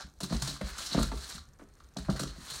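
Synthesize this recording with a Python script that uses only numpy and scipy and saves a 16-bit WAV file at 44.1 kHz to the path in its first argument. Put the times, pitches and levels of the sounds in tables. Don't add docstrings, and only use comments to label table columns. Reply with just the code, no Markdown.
import sys
import numpy as np
from scipy import signal
from scipy.io import wavfile
from scipy.ndimage import uniform_filter1d

SR = 44100
rng = np.random.default_rng(int(sys.argv[2]) if len(sys.argv) > 2 else 0)


def volts_from_db(level):
    exponent = np.asarray(level, float) / 20
    return 10 ** exponent


def unload_wav(signal):
    wavfile.write(
        sys.argv[1],
        SR,
        np.round(np.clip(np.atleast_2d(signal).T, -1, 1) * 32767).astype(np.int16),
    )


N = 114660
T = np.arange(N) / SR
HALF_S = T[:SR // 2]

# start in seconds, board level in dB, favoured board pitch in Hz,
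# knock re board in dB, favoured knock pitch in Hz.
PAW_THUMPS = [(0.041, -44.5, 169, -14, 610), (.205, -41, 246, 3, 646), (.226, -28, 192, -15.5, 575),
              (.304, -28, 180, -11, 495), (.321, -21.5, 172, -6.5, 705), (.343, -32, 220, -9, 500),
              (.421, -29.5, 136, -5, 1100), (.476, -34.5, 140, -4, 475), (0.61, -29.5, 181, 0, 613),
              (.781, -52, 200, -12, 650), (0.915, -36.5, 200, -13, 605), (.945, -18, 196, -4.5, 610),
              (0.9727, -17, 215, -18, 646), (0.996, -34, 283, -3, 620), (1.116, -34.5, 268, 6, 900),
              (1.135, -42, 318, 4.5, 453), (1.344, -41, 180, -16, 1100), (1.595, -49.5, 330, 3, 605),
              (1.616, -46, 288, 0, 463), (1.963, -31, 205, -11.5, 685), (2.084, -18.5, 184, -11, 750),
              (2.195, -32.5, 207, 1.5, 1400), (2.232, -35.5, 202, 1, 483), (2.376, -39.5, 182, -16, 500)]
# start in seconds, level in dB, lower mode re upper in dB.
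FLOOR_BOOMS = [(.036, -45, -16), (0.161, -51, -1), (.224, -46, -15), (0.327, -31.5, -8), (.348, -26.5, -9),
               (0.431, -50, -6), (.48, -48, -4), (.52, -47, -7), (0.629, -30, 1), (.708, -41, 9),
               (0.786, -43.5, 13), (.855, -50.5, 0), (0.959, -29.5, 0), (1.0, -24, -7), (1.061, -32.5, -7),
               (1.123, -35.5, 1), (1.157, -35, -21), (1.321, -47, 2), (1.371, -44, -13),
               (1.398, -43.5, -16), (1.47, -53, 1), (1.825, -45.5, -21), (1.987, -40.5, -3),
               (2.06, -37, -2), (2.12, -28.5, -19), (2.246, -39, 3), (2.287, -40, -3), (2.348, -49, -2),
               (2.415, -49, -5), (2.549, -47, -4)]
# start in seconds, level in dB, favoured knock pitch in Hz.
LIGHT_RAPS = [(.001, -37, 1600), (.004, -40, 905), (.010, -44, 1380), (.022, -44, 1600), (.040, -49, 1620),
              (.240, -39.5, 1130), (.325, -32, 1250), (.338, -39, 794), (.508, -42, 620),
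              (.562, -41.5, 1160), (.628, -49, 520), (.645, -50, 540), (.785, -36.5, 1400),
              (.805, -44, 644), (.936, -41, 1650), (.953, -33, 610), (.963, -44, 1210), (.9755, -23, 570),
              (.986, -25, 1120), (.997, -29.5, 620), (1.010, -46, 640), (1.029, -30, 1370),
              (1.044, -51, 1400), (1.131, -40, 1150), (1.380, -42.5, 1280), (1.803, -47.5, 1250),
              (1.964, -31.5, 690), (1.985, -44, 690), (1.986, -41, 1720), (2.048, -53, 1540),
              (2.089, -28.5, 560), (2.093, -29.5, 1330), (2.104, -35, 820), (2.150, -37, 586),
              (2.163, -39, 1500), (2.196, -33.5, 575), (2.208, -43, 1360), (2.233, -36.5, 1260),
              (2.255, -43, 1150), (2.360, -49.5, 615), (2.458, -59, 1630)]
# start in seconds, level in dB, favoured board pitch in Hz.
WEIGHT_THUDS = [(.482, -38.5, 277), (0.529, -46, 282), (.645, -44, 140), (1.004, -30.5, 140),
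                (1.044, -46, 190), (1.133, -40.5, 139), (1.482, -54.5, 151), (1.978, -32, 180),
                (2.106, -36, 292), (2.205, -33.5, 140), (2.215, -33.5, 290), (2.262, -42.5, 333),
                (2.511, -47.5, 146)]
# frequency in Hz, level in dB, t60 in seconds.
BOARD_MODES = [(137, -2.5, 0.25), (181.3, -3, 0.17), (219.2, -6, 0.2), (280, -1.5, 0.15), (336.8, -8, 0.18),
               (392.8, -3.5, 0.27)]
# frequency in Hz, level in dB, t60 in seconds.
KNOCK_MODES = [(440, -2, .06), (525, -1, .05), (650, 0, .045), (760, -3, .04), (900, -4, .04),
               (1040, -4, .035), (1175, -1, .045), (1370, -1, .04), (1600, -3, .03), (1850, -7, .03)]
# start in seconds, level in dB, t60 in seconds, pad rasp re claw in dB,
# top re claw in dB.
CLAW_SCUFFS = [(0.2034, -29.5, 0.14, -8, -2), (0.2309, -30, 0.16, -10, 1), (0.2962, -34, 0.11, -2, -16),
               (0.323, -32.5, 0.075, 2.5, 2), (0.3633, -29, 0.1, -11, -19),
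               (0.42, -23.5, 0.11, -10.5, -4.5), (0.4744, -25.5, 0.24, -15, -5.5),
               (0.611, -34, 0.05, 6, -1), (0.7812, -31.5, 0.76, -4.5, -3), (0.9253, -29.5, 0.33, -11, -10),
               (0.9913, -31.5, 0.35, -23, 0.5), (1.0273, -27, 0.043, -14, 3),
               (1.1157, -33, 0.089, 3.5, -14), (1.377, -33, 0.054, -4, -18), (1.589, -54, 0.22, 10, -3),
               (1.799, -43, 0.049, -5, -6), (1.968, -26, 0.045, -9, -16), (1.9813, -37.5, 0.29, -6, -3.5),
               (2.0975, -32, 0.25, -9, -3.5), (2.159, -34.5, 0.22, 0.5, -8),
               (2.1936, -24.5, 0.14, -8, -2.5), (2.2307, -30, 0.15, -18, -7), (2.4995, -30.5, 0.1, -17, 0),
               (2.5548, -29, 0.1, -26, -2), (0.861, -30, 0.12, -24, -19), (1.172, -36, 0.2, -5.5, -3),
               (2.0448, -46, 0.17, 11, -5), (2.2727, -35, 0.058, -8, -11), (2.369, -43, 0.16, -7, -8),
               (2.4508, -42, 0.046, 1, -7), (2.588, -31, .08, -18, -12)]
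# time in seconds, level in dB, top re claw in dB, pad rasp re claw in dB.
PAW_SKID = [(0, -45.5, -24, -1), (0.118, -81.5, 4, -12), (.2, -78, 0, -1), (.34, -49, -4, -5.5),
            (.5, -45, -3.5, -4.5), (.6, -55, -8, -4), (.7, -50, -3, -1.5), (.775, -51, -6.5, -0.5),
            (0.861, -40, -7, -30), (.95, -40.5, -14.5, -2), (1.14, -55, -4.5, -4),
            (1.24, -50.5, -4.5, -5.5), (1.356, -49, -5, -6), (1.47, -84, 1, 7.5), (1.96, -75, -5, 3),
            (2.28, -54, -8, -6), (2.357, -67.5, -4, 0), (2.482, -49.5, -1, -3.5)]
# centre in Hz, width in Hz, level in dB.
CLAW_PEAKS = [(3460, 980, -6.5), (4164, 390, -1.5), (5470, 1750, -3.5)]
# centre in Hz, width in Hz, level in dB.
TOP_PEAKS = [(6970, 2740, -0.5), (8700, 790, -7.5), (10900, 10500, -9)]
# centre in Hz, width in Hz, level in dB.
PAD_PEAKS = [(717, 430, -5), (1310, 526, 4), (1730, 150, -9.5), (2200, 980, -6)]
# frequency in Hz, density in dB per Hz.
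ROOM_AIR = [(15, -31), (25, 11.5), (70, 5), (476, -13), (1330, -24), (2690, -41), (7110, -45), (14800, -53),
            (16000, -47)]
# centre in Hz, width in Hz, level in dB.
MIC_HISS = [(1250, 360, -84.5), (4080, 1800, -84), (6060, 2100, -94), (8900, 370, -82),
            (12300, 4600, -85.5)]

MODE_SCATTER_DB, DETUNE = 4, 0.036
PAD_PUSH_S, KNOCK_PUSH_S, RAP_PUSH_S, BOOM_RISE_S = .0042, 0.00019, 0.00033, 0.0078
BOARD_FALL_DB_OCT, KNOCK_FALL_DB_OCT, RAP_FALL_DB_OCT, THUD_FALL_DB_OCT = 17, 14, 23.5, 26.5
BOARD_SCATTER, KNOCK_SCATTER = 0.69, 0.46
GRIT_PER_S, GRIT_SPREAD_DB, FLICKER_DB = 8000, 3, 2
SCUFF_DB, SCUFF_RISE_S, SKID_RUMBLE_DB = -9.5, 0.0015, -16
FIRM_DB = -27.5
CATCH_DB, CATCH_S = 4, .005
CLUMP_DB, CLUMPS_PER_S = 1.1, 120
ROOM_T60_S, ROOM_DB, ROOM_TOP_HZ, ROOM_STEP_S = 0.3, -9.5, 6500, .1
TICK_S, TICK_EVERY_S, TICK_HZ, TICK_WIDTH_HZ = .0388, .05, 6300, 2300
TICK_DB, TICK_TRIM_DB, TICK_TOP_DB = -53, 5.5, -11.5
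AIR_DB = -60.5


def unit(x):
    return x / np.sqrt(np.mean(x ** 2))


def band(x, hz, width_hz):
    return signal.lfilter(*signal.iirpeak(hz, hz / width_hz, SR), x)


def band2(x, hz, width_hz):
    return band(band(x, hz, width_hz), hz, width_hz)


def walk(rate_hz):
    k = int(SR / rate_hz)
    held = np.repeat(rng.standard_normal(N // k + 1), k)
    return unit(uniform_filter1d(uniform_filter1d(held, k), k)[:N])


def fade(t60_s):
    return np.exp(-np.log(1000) * HALF_S / t60_s)


def add(out, x, start_s):
    i = int(start_s * SR)
    out[i:i + len(x)] += x[:N - i]


def ring(modes, favoured_hz, fall_db_oct, scatter, rise_s):
    y = 0
    for k, ((hz, db, t60_s), (level, pitch)) in enumerate(zip(modes, scatter)):
        octaves = abs(np.log2(hz / favoured_hz))
        gain = (-1) ** k * volts_from_db(db + MODE_SCATTER_DB * level - fall_db_oct * octaves)
        y = y + gain * np.sin(2 * np.pi * hz * (1 + DETUNE * pitch) * HALF_S) * fade(t60_s)
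    y = y * (1 - np.exp(-(HALF_S / rise_s) ** 2))
    return y / np.abs(y).max()


def thumps():
    out = np.zeros(N)
    low_count = len(BOARD_MODES)
    chance = rng.standard_normal((len(PAW_THUMPS), low_count + len(KNOCK_MODES), 2))
    for (s, db, board_hz, knock_db, knock_hz), c in zip(PAW_THUMPS, chance):
        board = ring(BOARD_MODES, board_hz, BOARD_FALL_DB_OCT, BOARD_SCATTER * c[:low_count], PAD_PUSH_S)
        knock = ring(KNOCK_MODES, knock_hz, KNOCK_FALL_DB_OCT, KNOCK_SCATTER * c[low_count:], KNOCK_PUSH_S)
        add(out, volts_from_db(db) * (board + volts_from_db(knock_db) * knock), s)
    for s, db, low_db in FLOOR_BOOMS:
        floor_modes = [(62.9, 0, 0.13), (48.3, low_db, 0.17)]
        add(out, volts_from_db(db) * ring(floor_modes, 1., 0, np.zeros((2, 2)), BOOM_RISE_S), s)
    return out


def raps():
    out = np.zeros(N)
    even_knock, even_board = np.zeros((len(KNOCK_MODES), 2)), np.zeros((len(BOARD_MODES), 2))
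    for k, (s, db, hz) in enumerate(LIGHT_RAPS):
        knock = ring(KNOCK_MODES, hz, RAP_FALL_DB_OCT, even_knock, RAP_PUSH_S)
        add(out, (-1) ** k * volts_from_db(db) * knock, s)
    for s, db, hz in WEIGHT_THUDS:
        add(out, volts_from_db(db) * ring(BOARD_MODES, hz, THUD_FALL_DB_OCT, even_board, PAD_PUSH_S), s)
    return out


def grit(peaks):
    out = 0
    for hz, width_hz, db in peaks:
        hits = (rng.random(N) < GRIT_PER_S / SR) * rng.standard_normal(N)
        slips = hits * volts_from_db(GRIT_SPREAD_DB * np.minimum(rng.exponential(size=N), 4))
        out = out + volts_from_db(db + FLICKER_DB * walk(60)) * unit(band2(slips, hz, 2 * width_hz))
    return unit(out)


def scuff_power(db, t60_s):
    rise_s = SCUFF_RISE_S * volts_from_db(0.54 * max(FIRM_DB - db, 0))
    drag = volts_from_db(db + SCUFF_DB) * (1 - np.exp(-HALF_S / rise_s)) * fade(max(t60_s, .01))
    bite = volts_from_db(CATCH_DB + 1.9 * min(db - FIRM_DB, 0)) * np.exp(-(HALF_S / CATCH_S) ** 2 / 2)
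    return drag ** 2 * (volts_from_db(-CATCH_DB) + bite)


def claws():
    at_s, skid_db, top_db, pad_db = np.array(PAW_SKID).T
    skid = volts_from_db(np.interp(T, at_s, skid_db) + 2.0 * walk(34.02))
    claw = skid ** 2
    pad = (volts_from_db(np.interp(T, at_s, pad_db)) * skid) ** 2
    top = (volts_from_db(np.interp(T, at_s, top_db)) * skid) ** 2
    for s, db, t60_s, scuff_pad_db, scuff_top_db in CLAW_SCUFFS:
        power = scuff_power(db, t60_s)
        add(claw, power, s)
        add(pad, power * volts_from_db(scuff_pad_db) ** 2, s)
        add(top, power * volts_from_db(scuff_top_db) ** 2, s)
    rumble = unit(sum(volts_from_db(db) * band(rng.standard_normal(N), hz, 38) for hz, db, _ in BOARD_MODES))
    clumps = volts_from_db(CLUMP_DB * walk(CLUMPS_PER_S))
    scrape = np.sqrt(claw) * grit(CLAW_PEAKS) + np.sqrt(top) * grit(TOP_PEAKS) + np.sqrt(pad) * grit(PAD_PEAKS)
    return clumps * scrape + volts_from_db(SKID_RUMBLE_DB) * skid * rumble


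def room(x):
    out = 0
    lowpass = signal.butter(1, ROOM_TOP_HZ, fs=SR)
    for at_s in np.arange(0, N / SR + ROOM_STEP_S, ROOM_STEP_S):
        noise = signal.lfilter(*lowpass, rng.standard_normal(len(HALF_S)))
        tail = noise * fade(ROOM_T60_S) * (HALF_S > .004)
        tail = tail / np.sqrt(np.sum(tail ** 2))
        crossfade = np.maximum(1 - abs(T - at_s) / ROOM_STEP_S, 0)
        out = out + signal.fftconvolve(x * crossfade, tail)[:N]
    return out


def lens_ticks():
    x = np.zeros(N)
    steady_s = np.arange(TICK_S, N / SR, TICK_EVERY_S)
    stray_s = np.array([.099, 1.455, 1.535, 1.754, 1.845, 1.946])
    x[(steady_s * SR).astype(int)] = volts_from_db(rng.standard_normal(len(steady_s)))
    x[(stray_s * SR).astype(int)] = 1
    y = band2(x, TICK_HZ, TICK_WIDTH_HZ) + volts_from_db(TICK_TOP_DB) * band(x, 12000, 2000)
    return volts_from_db(TICK_DB + TICK_TRIM_DB) * y / y.max()


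def air():
    rumble, hiss = 0, 0
    air_hz, air_db = np.array(ROOM_AIR).T
    for hz in 30 * 2 ** np.arange(0, 9.1, .5):
        level_db = np.interp(np.log(hz), np.log(air_hz), air_db) + 1.3 * walk(8.26)
        rumble = rumble + volts_from_db(level_db) * band2(rng.standard_normal(N), hz, hz / 2)
    for hz, width_hz, db in MIC_HISS:
        hiss = hiss + volts_from_db(db + 0.81 * walk(9.4)) * unit(band(rng.standard_normal(N), hz, width_hz))
    return volts_from_db(AIR_DB) * unit(rumble) + hiss


def scene():
    slide = thumps() + raps() + claws()
    mix = slide + volts_from_db(ROOM_DB) * room(slide) + lens_ticks() + air()
    return np.tile(mix, (2, 1))


def band_limit(x):
    return signal.sosfilt(signal.butter(12, 16350, fs=SR, output="sos"), x)


def record(dry):
    bass_cut = signal.lfilter(*signal.butter(2, 26, "high", fs=SR), dry)
    top_cut = signal.ellip(8, .2, 70, 15750, fs=SR, output="sos")
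    return band_limit(signal.sosfilt(top_cut, bass_cut))


dry = scene()
out = record(dry)
unload_wav(out)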